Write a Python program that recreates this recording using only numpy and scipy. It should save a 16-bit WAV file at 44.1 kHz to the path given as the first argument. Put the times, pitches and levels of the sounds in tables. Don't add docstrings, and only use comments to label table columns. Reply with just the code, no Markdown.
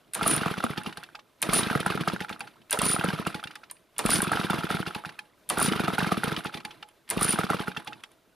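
import sys
import numpy as np
from scipy import signal
from scipy.fft import rfft, irfft, next_fast_len
from scipy.io import wavfile
from scipy.ndimage import map_coordinates

SR = 44100
rng = np.random.default_rng(int(sys.argv[2]) if len(sys.argv) > 2 else 0)


def persist_wave(psi):
    counts = np.round(np.clip(psi, -1, 1) * 32767).astype(np.int16)
    wavfile.write(sys.argv[1], SR, np.atleast_2d(counts).T)


N = 368235


def amp(db):
    return 10 ** (np.asarray(db) / 20)


def unit(x):
    return x / np.sqrt(np.mean(x ** 2) + 1e-20)


def along(points, hz):
    f, v = np.transpose(points)
    return np.interp(np.log(hz + 1), np.log(f + 1), v)


def curves(rows):
    s, *columns = np.transpose(rows)
    return [np.interp(np.arange(N) / SR, s, column, -120, -120) for column in columns]


def wobble(rate):
    knots = rng.standard_normal(int(N * rate / SR) + 4)
    return map_coordinates(knots, [np.arange(N) * rate / SR])


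def filtered(x, response):
    m = next_fast_len(N + SR // 2)
    spectrum = rfft(x, m) * response(np.fft.rfftfreq(m, 1 / SR))
    return irfft(spectrum, m)[..., :N]


def resonant(modes):
    return lambda f: sum(amp(db) * 1j * f * w / (c * c - f * f + 1j * f * w) for c, w, db in modes)


def noise(response, shape=N):
    return unit(filtered(rng.standard_normal(shape), response))


def placed(times, sounds):
    at = np.round(times * SR).astype(int)[:, None] + np.arange(sounds.shape[1])
    return np.bincount(at.ravel(), sounds.ravel(), N + SR)[:N]


# pitch_hz, relative level_db.
AIR_COLOUR = [(15, -55.5), (25, -11), (193, -12.5), (322, -8), (567, -10), (631, -3.5), (703, -16),
              (3720, -24), (7500, -28.5), (14300, -28.5), (15500, -31)]
AIR_DB = -68.5


def air():
    colour = lambda f: amp(along(AIR_COLOUR, f))
    shared, own = noise(colour), noise(colour, (2, N))
    return amp(AIR_DB + 1.3 * wobble(18)) * (1.2 * shared + .55 * own)


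# start_s, turns (count), slowing (added length per turn, share of the first), first_puff_db.
PULL_TURNS = [
    [(.2247, 1, 0, -20), (.2672, 6, .1, -19.5), (.513, 2, -.05, -20.5), (.6437, 4, .26, -18.5),
     (.9808, 0, 0, -37)],
    [(1.491, 1, 0, -16), (1.534, 6, .12, -24), (1.7576, 2, .28, -15.5), (1.8673, 4, .28, -18.5),
     (2.0801, 3, .39, -20.5), (2.312, 1, 0, -28.5), (2.4065, 0, 0, -44.5)],
    [(2.7904, 1, 0, -21), (2.8322, 5, .17, -19.5), (3.0458, 4, .3, -16.5), (3.2727, 2, .32, -19),
     (3.4568, 0, 0, -34.5)],
    [(4.0536, 1, 0, -13.5), (4.0958, 6, .16, -22), (4.3237, 4, .27, -22), (4.5057, 4, .28, -19),
     (4.7098, 5, .43, -19), (5.0667, 0, 0, -32.5)],
    [(5.578, 1, 0, -19.5), (5.6172, 5, .09, -23.4), (5.8029, 4, .14, -15.5), (5.9902, 3, .17, -18.5),
     (6.1233, 2, .26, -14.5), (6.2443, 3, .3, -20), (6.3791, 3, .13, -23), (6.6536, 0, 0, -41)],
    [(7.173, 1, 0, -14.6), (7.2193, 4, .22, -18), (7.3934, 2, .37, -16.5), (7.5079, 3, .55, -19),
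     (7.6831, 2, .08, -21), (7.8784, 0, 0, -39)],
]
PUFF_DB, PUFF_SAG_DB_PER_S, BRISK_S = -20, 211, 0.054


def turns():
    rows = []
    for pull in PULL_TURNS:
        before = 0
        for (s, count, slowing, first_db), (end, *_) in zip(pull, pull[1:] + pull[-1:]):
            lengths = 1 + slowing * np.arange(max(round(count), 1))
            lengths = lengths * (end - s) / lengths.sum()
            for k, length in enumerate(lengths):
                later_db = PUFF_DB - PUFF_SAG_DB_PER_S * max(before - BRISK_S, 0)
                rows.append((s + lengths[:k].sum(), length, later_db if k else first_db, k > 0))
                before = length
    return np.transpose(rows)


# after_s, speed (turns a second).
CRANKING_SPEED = [(-.03, 1.9), (.008, 10.9)]
# after_s, speed (turns a second).
COASTING_SPEED = [(.06, 4.75), (.22, 2), (0.398, 1.4)]
# after_grab_s, gain_db.
CORD_WHIRR = [(.05, 0), (.11, 3), (.22, 0.5), (.33, 0)]
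WHIRR_DB, WHIRR_GROWS_DB, PUMP_DB, PUMP_GROWS_DB = -34, 9, -46, 9
WHIRR_FULL = 0.11
SQUEEZE_DB, SQUEEZE_FROM_S, SQUEEZE_LATE = 5, 0.026, 1.56


def spin_db():
    s, length = turns()[:2]
    knots = [(a + b / 2, 1 / b) for a, b in zip(s, length) if b > 0]
    knots += [(grab + after, speed) for grab, _ in HOUSING_GRABS for after, speed in CRANKING_SPEED]
    knots += [(pull[-1][0] + after, speed) for pull in PULL_TURNS for after, speed in COASTING_SPEED]
    at, speed = np.transpose(sorted(knots))
    t = np.arange(N) / SR
    doublings = np.interp(t, at, np.log2(speed / 20))
    share, turn = np.modf(np.interp(t, s, np.arange(len(s))))
    slow = np.log2(np.maximum(length[turn.astype(int)] / SQUEEZE_FROM_S, 1))
    dip_db = SQUEEZE_DB * slow * np.sin(np.pi * share ** SQUEEZE_LATE) ** 2
    cord_db = sum(np.interp(t - grab, *np.transpose(CORD_WHIRR)) for grab, _ in HOUSING_GRABS)
    whirr_db = WHIRR_DB + WHIRR_GROWS_DB * np.minimum(doublings, WHIRR_FULL) + cord_db - dip_db
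    pump_db = PUMP_DB + PUMP_GROWS_DB * doublings - dip_db
    return whirr_db, pump_db


def buffet():
    flutter = noise(lambda f: f / (1 + (f / 38) ** 3), (2, N))
    port_db = np.array([[4], [-5]])
    return amp(spin_db()[1] - 20.5 + 3.1 * wobble(8.6) + port_db) * flutter


# pitch_hz, relative level_db.
WHIRR_COLOUR = [(210, -19.5), (350, 0.5), (591, -5.5), (692, 4.5), (951, -8), (1410, -5), (1790, -8),
                (3900, -8.5), (5980, -21.5), (7240, -30), (9940, -13.5), (13000, -25), (15500, -54.5)]


def rattle(count):
    draw = rng.random((count, 4))
    hz = 900 * amp(17.83 * draw[:, 1:2])
    t = np.arange(512) / SR
    cycles = t * hz / (2 + 4 * draw[:, 2:3])
    size = amp(along(WHIRR_COLOUR, hz) - 3 * np.log(draw[:, 3:] + .01))
    rings = size * cycles * np.exp(-2 * cycles) * np.sin(2 * np.pi * hz * t)
    return unit(placed(draw[:, 0] * N / SR, rings))


# pitch_hz, relative level_db.
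PUMP_COLOUR = [(13, -52.5), (22, -26), (54, -26.5), (121, -0.5), (168, 0), (345, 1), (600, -19), (780, -46),
               (1320, -120)]


def spin():
    whirr_db, pump_db = spin_db()
    flicker = amp(3 * wobble(120) + 2.2 * wobble(30))
    whirr = unit(flicker * noise(lambda f: amp(along(WHIRR_COLOUR, f))))
    pump = unit(amp(3 * wobble(25)) * noise(lambda f: amp(along(PUMP_COLOUR, f))))
    return amp(whirr_db) * (.5 * whirr + 0.53 * rattle(count=7000)) + amp(pump_db + 6) * pump


# share (of the turn), knock_db, knock_hz, frame_db, cup_db.
TURN_CONTACTS = [(.05, -59.5, 1380, -32.5, -53.5), (.38, -25.5, 1430, -42.5, -57),
                 (.71, -35, 1341, -43, -57), (.87, -26, 1353, -40, -53)]
STROKE_SAG_DB, EVEN_S = 7.5, 0.052
STROKE_SCATTER_DB, STROKE_JITTER, KNOCK_SPREAD_HZ = 3, 0.01927, 80
HELD_DB = -1


def strokes():
    s, length, _, later = turns()
    lively = (length > 0) & (np.roll(length, -1) > 0)
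    kicked = 1 - np.roll(later, -1)[lively, None]
    s, length = s[lively, None], length[lively, None]
    share, knock_db, hz, frame_db, cup_db = np.transpose(TURN_CONTACTS)
    draw = rng.standard_normal((len(s), len(TURN_CONTACTS), 4))
    sag_db = STROKE_SAG_DB * np.clip(np.log2(length / EVEN_S), 0, 2)
    sag_db = sag_db - HELD_DB * kicked * (share == share.max())
    level = lambda db, k: db - sag_db + STROKE_SCATTER_DB * draw[..., k]
    times = s + length * (share + STROKE_JITTER * draw[..., 0])
    pitch_hz = hz + KNOCK_SPREAD_HZ * draw[..., 2]
    columns = times, level(knock_db, 1), pitch_hz, level(frame_db, 3), level(cup_db, 3)
    return np.reshape(columns, (5, -1)).T


def struck(modes, count, rise):
    t = np.arange(round(.2 * SR)) / SR
    draw = rng.standard_normal((count, len(modes), 2))
    rings = 0
    for k, (hz, db, t60) in enumerate(modes):
        pitch = hz * (1 + .04 * draw[:, k, 1:])
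        fade = draw[:, k, :1] * amp(db - 60 * t / t60)
        rings = rings + fade * np.sin(2 * np.pi * pitch * t)
    return rings * (1 - np.exp(-t / rise))


# start_s, frame_db, cup_db (starter cup), both relative.
STEEL_CLANKS = [(.1351, -36.5, -20), (.1448, -43, -19), (.1488, -31.5, -16.5), (.2295, -26.5, -22.5),
                (.2772, -31.5, -8), (.3107, -28, -15.5), (.3628, -44, -16.5), (.6403, -46, -24),
                (.7752, -29, -40), (.8335, -44, -36), (.8628, -33, -41), (.8939, -42.5, -62),
                (.9258, -39.5, -49), (.9719, -32, -32), (1.0347, -36, -37), (1.1516, -35.5, -60),
                (1.193, -44.5, -78), (1.4179, -45, -15), (1.4255, -21, -10.5), (1.5341, -43.5, -8),
                (1.5401, -32, -19), (1.8018, -33, -25), (1.8629, -68, -23), (2.007, -31.5, -51),
                (2.0774, -29.5, -27), (2.2043, -30, -39), (2.293, -31.5, -38), (2.3272, -36.5, -52),
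                (2.394, -54, -36), (2.4054, -32, -31), (2.4725, -41, -67), (2.616, -55, -80),
                (2.697, -41, -48), (2.7083, -38.5, -12), (2.7156, -32, -24), (2.7267, -20.5, -11),
                (2.7886, -26.5, -15.5), (2.8171, -26, -15), (2.853, -28.5, -13.5), (3.0427, -59, -26.5),
                (3.2693, -34, -23.5), (3.3448, -34, -37), (3.3587, -43, -54.5), (3.3975, -41, -60),
                (3.4385, -33, -34), (3.472, -36.5, -45), (3.5098, -38.5, -50), (3.5544, -33, -36.5),
                (3.6367, -44, -63), (3.6987, -41.5, -58), (3.7113, -46.5, -27), (3.7666, -56, -70),
                (3.9633, -50.5, -60), (3.9817, -40, -17.5), (3.99, -23, -15), (4.0601, -25.5, -16),
                (4.1032, -28.5, -10), (4.181, -54.5, -22.5), (4.2186, -35, -13), (4.238, -36.5, -19),
                (4.3189, -60, -26.5), (4.5023, -35.5, -22), (4.7097, -38, -30), (4.8667, -32, -50),
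                (4.9474, -28.5, -34), (4.9646, -45, -53), (5.0547, -33, -42), (5.0913, -38, -58),
                (5.1901, -33.5, -37), (5.4906, -40, -18), (5.4985, -25, -14), (5.5836, -39.5, -15.5),
                (5.5993, -43, -16), (5.6264, -50.5, -12), (5.644, -43, -18.5), (5.801, -60, -31.5),
                (5.9858, -40.5, -25), (6.1216, -33.5, -32), (6.239, -32, -22), (6.3635, -27, -53),
                (6.4435, -60, -32.5), (6.4559, -33.3, -42), (6.5422, -34.5, -41), (6.572, -36, -60),
                (6.6015, -40.5, -60), (6.6496, -29, -33.5), (6.7076, -38, -71), (6.826, -37, -53),
                (6.887, -53, -44), (7.077, -49, -72), (7.0903, -37, -31), (7.101, -36.5, -11),
                (7.1076, -26, -17), (7.2106, -41.5, -19), (7.229, -36, -10), (7.2449, -38.5, -13.5),
                (7.28, -29, -23), (7.3267, -35, -19), (7.3898, -48, -23), (7.5018, -44, -26.5),
                (7.769, -29.5, -47), (7.7996, -55, -58), (7.8463, -68, -40), (7.8735, -31, -38),
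                (7.9299, -38.5, -69), (8.0362, -36, -42), (8.1163, -60, -47)]
# pitch_hz, level_db, t60_s.
FRAME_MODES = [(1720, -12, .03), (2190, -13, .03), (2510, -10, .03), (2750, -10, .03), (3170, -11, .03),
               (3530, -10, .025), (4550, -17, .025)]
# pitch_hz, width_hz, level_db.
CUP_MODES = [(9600, 110, -0.5), (9790, 150, -3), (9500, 1200, -11), (11100, 7500, -27)]
# pitch_hz, relative level_db.
CRACK_COLOUR = [(400, -28), (900, 0), (2500, 3), (5000, -2.5), (7200, -16.5), (16000, -27.5)]


def clanks(each_turn):
    s, frame_db, cup_db = np.vstack([STEEL_CLANKS, each_turn]).T
    t = np.arange(4096) / SR
    burst = (1 - np.exp(-t / .001)) * (.85 * amp(-60 * t / .03) + .15 * amp(-60 * t / .08))
    gate = placed(s, amp(frame_db)[:, None] * burst)
    tick_shape = amp(-60 * t / 0.011) * (1 - np.exp(-t / 0.0012))
    tick = placed(s, amp(cup_db + 18.0)[:, None] * tick_shape) * rng.standard_normal(N)
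    ring = placed(s, amp(frame_db + 7.5)[:, None] * struck(FRAME_MODES, count=len(s), rise=0.0011))
    chatter = unit(amp(1.1 * wobble(500)) * noise(lambda f: amp(along(CRACK_COLOUR, f))))
    return ring + gate * chatter + filtered(tick, resonant(CUP_MODES))


# start_s, relative level_db.
HOUSING_GRABS = [(0.153, -31), (1.423, -27.5), (2.729, -25.5), (3.988, -29), (5.504, -27), (7.108, -30.5)]
# pitch_hz, width_hz, level_db, t60_s.
HOUSING_MODES = [(810, 610, -1, 0.13), (513, 330, -5.5, 0.21)]


def grabs():
    s, db = np.transpose(HOUSING_GRABS)
    t = np.arange(SR // 4) / SR
    clunk = 0
    for hz, wide, level, t60 in HOUSING_MODES:
        fade = amp(db[:, None] + 2.0 + level - 60 * t / t60)
        shake = placed(s, fade * (1 - np.exp(-t / (t60 / 20))))
        clunk = clunk + shake * noise(resonant([(hz, wide, 0)]))
    return clunk


# time_s, relative level_db, pitch_hz (before its slide).
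CRANK_KNOCKS = [(.1934, -28.5, 1290), (.2118, -20, 1360), (.2184, -21.5, 1343), (.263, -17, 1240),
                (.4609, -18.5, 1280), (.4819, -21, 1404), (.6395, -17, 1219), (.8617, -30.5, 1270),
                (.8927, -40, 1404), (.9265, -34, 1500), (.9724, -36.5, 1330), (1.0306, -35.5, 1485),
                (1.0901, -40.5, 1543), (1.1494, -36, 1335), (1.1911, -41, 1170), (1.4265, -26.5, 1596),
                (1.4911, -22.5, 1210), (1.5312, -18.5, 1193), (1.7, -20.5, 1456), (1.7521, -19, 1310),
                (1.7755, -27, 1415), (1.8628, -15.5, 1430), (1.8789, -23.5, 1534), (1.9021, -23, 1265),
                (2.0762, -16.5, 1300), (2.2103, -29, 1462), (2.3262, -37, 1420), (2.3625, -36.5, 1340),
                (2.4082, -31, 1484), (2.4767, -36, 1430), (2.7173, -28, 1610), (2.7747, -23, 1360),
                (2.816, -19, 1120), (3.0404, -20.5, 1340), (3.2669, -19, 1330), (3.3959, -34.5, 1420),
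                (3.4293, -31.5, 1310), (3.4397, -28.5, 1480), (3.4717, -39.5, 1450), (3.508, -37.5, 1440),
                (3.5604, -39, 1340), (3.6345, -38.5, 1430), (3.7155, -42, 1040), (3.9968, -29.5, 1120),
                (4.0531, -23.5, 1270), (4.0913, -19.5, 1140), (4.3172, -17, 1300), (4.3316, -19.5, 1570),
                (4.5, -18, 1414), (4.5325, -20.5, 1170), (4.7044, -18.5, 1369), (4.953, -35, 1444),
                (4.9842, -43, 1470), (5.0387, -34, 1250), (5.05, -25.5, 1463), (5.0924, -38, 1480),
                (5.1881, -42, 1480), (5.5058, -21, 1150), (5.573, -22, 1410), (5.607, -21.5, 1370),
                (5.6153, -17.5, 1170), (5.7962, -19, 1400), (5.8806, -18, 1297), (5.9831, -17, 1440),
                (6.014, -23.5, 1160), (6.1194, -16.5, 1264), (6.2352, -18.5, 1450), (6.4526, -25, 1380),
                (6.5726, -46, 1440), (6.6058, -41.5, 1350), (6.6495, -34.5, 1400), (6.8311, -39.5, 1305),
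                (7.1661, -28, 1190), (7.2142, -21.5, 1223), (7.3881, -17, 1270), (7.5015, -16, 1371),
                (7.5335, -21.5, 1160), (7.6806, -21.5, 1380), (7.7653, -28, 1420), (7.8003, -38.5, 1570),
                (7.872, -33.5, 1420), (7.925, -34.5, 1380), (8.0369, -41, 1400)]


def crankcase(each_turn):
    s, db, hz = np.vstack([CRANK_KNOCKS, each_turn]).T[:, :, None]
    t = np.arange(1024) / SR
    draw = rng.random((len(s), 4))
    life = .0013 * (.8 + .4 * draw[:, :1]) * amp(np.clip(.2 * (db + 25), -2, 2))
    swell = amp(db + 0.4) * t / life * np.exp(1 - t / life)
    cycles = hz * t * (1 + 15 * (draw[:, 3:] - .7) * (t - 2 * life))
    low_gain = 0.47 * amp(np.clip(0.58 * (db + 22), -3, 3))
    low_tone = np.sin(2 * np.pi * (0.575 * cycles + draw[:, 2:3]))
    tone = np.sin(2 * np.pi * (cycles + draw[:, 1:2])) + low_gain * low_tone
    at = s[:, 0] - .001
    rough = 0.18 * placed(at, swell) * noise(resonant([(1840, 580, 0)]))
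    return placed(at, swell * tone) + rough


PUFF_SCATTER_DB = 0.84


def puffs():
    s, _, db, later = turns()
    return s, db + later * PUFF_SCATTER_DB * rng.standard_normal(len(s))


# pitch_hz, decay_s, level_db.
MUFFLER_MODES = [(185, .0075, -6.5), (430, .003, -10)]


def exhaust():
    s, db = np.array(puffs())[:, :, None]
    t = np.arange(-256, 2816) / SR
    draw = rng.standard_normal((len(s), len(MUFFLER_MODES), 2))
    wide = 0.00042 * amp(np.clip(-.3 * (db + 9), -3, 7))
    push = np.exp(-.5 * (t / wide) ** 2)
    for k, (hz, life, level_db) in enumerate(MUFFLER_MODES):
        cycles = hz * (1 + .1 * draw[:, k, :1]) * t
        fade = np.exp(-np.abs(t) / life) / (1 + np.exp(-t / wide))
        push = push + amp(level_db + 3.8 * draw[:, k, 1:]) * fade * np.cos(2 * np.pi * cycles)
    at = s[:, 0] + t[0]
    thump = filtered(placed(at, amp(db + 2.23) * push), lambda f: (1j * f / (1j * f + 84)) ** 3)
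    gate = placed(at, amp(db - 23.5) * np.exp(-np.abs(t) / np.where(t < 0, .003, .006)))
    hiss = noise(lambda f: amp(along(WHIRR_COLOUR, f) + 9 * np.log2(f / 1000 + .01)))
    return thump + gate * hiss


LURCH_GAIN_DB = [
    [-0.5],
    [-7.5],
]
LURCH_DB, LURCH_HZ, LURCH_S = -24, 38, .016


def lurch():
    s, db = np.transpose([(pull[0][0], pull[0][3]) for pull in PULL_TURNS])
    t = np.arange(SR // 5) / SR
    thud = t / LURCH_S * np.exp(1 - t / LURCH_S) * np.sin(2 * np.pi * LURCH_HZ * t)
    return placed(s, amp(db + LURCH_DB)[:, None] * thud)


SKID_RISE_S, SKID_FALL_S = 0.033, .04
SQUEAL_EDGE_DB, SCRAPE_EDGE_DB = -22, -15.5


def skid(s, hold, squeal_db, scrape_db):
    edge = squeal_db + SQUEAL_EDGE_DB, scrape_db + SCRAPE_EDGE_DB
    held = squeal_db, scrape_db
    return [(s - SKID_RISE_S, *edge), (s, *held), (s + hold, *held), (s + hold + SKID_FALL_S, *edge)]


# hold_start_s, hold_s, squeal_db, scrape_db (both relative).
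PAWL_SKIDS = [(.274, 0.071, -26, -36.5), (1.544, 0.044, -23.5, -30), (2.854, 0.083, -25.5, -36),
              (4.109, 0.051, -25, -30), (5.623, 0.039, -27.5, -34), (7.224, 0.022, -27.5, -37),
              (7.298, 0.022, -24, -35.5)]


def pawls():
    squeal, scrape = (sum(amp(curves(skid(*row))[k]) for row in PAWL_SKIDS) for k in range(2))
    slips = unit(amp(3.6 * wobble(130)))
    scrape_colour = lambda f: amp(along(CRACK_COLOUR, f) + 8.5 * np.log2(f / 3000 + .01))
    grind = unit(amp(4.9 * wobble(700)) * noise(scrape_colour))
    cup = noise(lambda f: resonant(CUP_MODES[:2])(f) * resonant([(9690, 900, 0)])(f))
    return slips * squeal * cup + amp(0.5) * scrape * grind


# start_s, relative level_db.
TANK_PINGS = [(0.778, -34.5), (0.866, -41.5), (0.978, -41.5), (1.152, -43), (2.21, -34.5), (2.299, -40.5),
              (2.413, -34), (3.347, -39), (3.442, -43), (3.558, -48), (4.871, -38), (4.955, -34.5),
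              (5.055, -38), (5.192, -45), (6.456, -36.5), (6.546, -38), (6.653, -36), (6.826, -42.5),
              (7.6, -34), (7.68, -36), (7.771, -40), (7.877, -36), (8.039, -50)]
# pitch_hz, level_db (before scatter), t60_s.
TANK_MODES = [(812, -2, .14), (847, 0, .2), (480, -14, .2)]


def tank():
    s, db = np.transpose(TANK_PINGS)
    t = np.arange(SR // 4) / SR
    rings = 0
    for hz, level, t60 in TANK_MODES:
        fade = amp(level + rng.normal(0, 2, (len(s), 1)) - 60 * t / t60)
        rings = rings + fade * np.sin(2 * np.pi * hz * t)
    return placed(s, amp(db - 3.0)[:, None] * rings * (1 - np.exp(-t / 0.00048)))


# pitch_hz, t60_s, relative level_db.
YARD_RETURN = [(150, 0.13, 0), (500, 0.2, -1), (1500, 0.03, 6), (6000, 0.028, 12), (9900, 0.28, -4.5),
               (13000, 0.017, 3)]


def yard(x):
    hz, t, z = signal.stft(rng.standard_normal((2, SR // 4)), SR, nperseg=256)
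    at, t60, level_db = np.transpose(YARD_RETURN)
    start_db = along((*zip(at, level_db),), hz)[:, None]
    fade_db = start_db - 60 * t / along((*zip(at, t60),), hz)[:, None]
    tail = signal.istft(z * amp(fade_db), SR, nperseg=256)[1]
    delayed = np.pad(x, (120, 0))[None]
    return signal.fftconvolve(delayed, tail / np.linalg.norm(tail[0]), axes=1)[:, :N]


# pitch_hz, left_lead (radians).
PORT_LEAD = [(60, -.74), (250, -.94), (500, -.93), (1000, -.32), (2000, -.14), (4000, .03)]
# pitch_hz, left_minus_right_db.
PORT_TILT = [(80, 0.5), (250, -2), (600, -3.5), (1500, -2), (5000, -.5)]


def scene():
    each = strokes()
    engine = spin() + clanks(each[:, [0, 3, 4]]) + grabs() + crankcase(each[:, :3])
    engine = engine + exhaust() + pawls() + tank()
    side = np.array([[.5], [-.5]])
    port = lambda f: amp(side * along(PORT_TILT, f)) * np.exp(1j * side * along(PORT_LEAD, f))
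    ports = filtered(engine, port)
    return ports + amp(-11.5) * yard(engine) + amp(LURCH_GAIN_DB) * lurch() + buffet() + air()


TOP_HZ = 16400


def record(dry):
    squeezed = dry / (1 + np.abs(dry / .33) ** 4) ** (1 / 4)
    return filtered(squeezed, lambda f: amp(-26 * np.clip((f - 14600) / 800, 0, 2)) * (f < TOP_HZ))


dry = scene()
out = record(dry)
persist_wave(out)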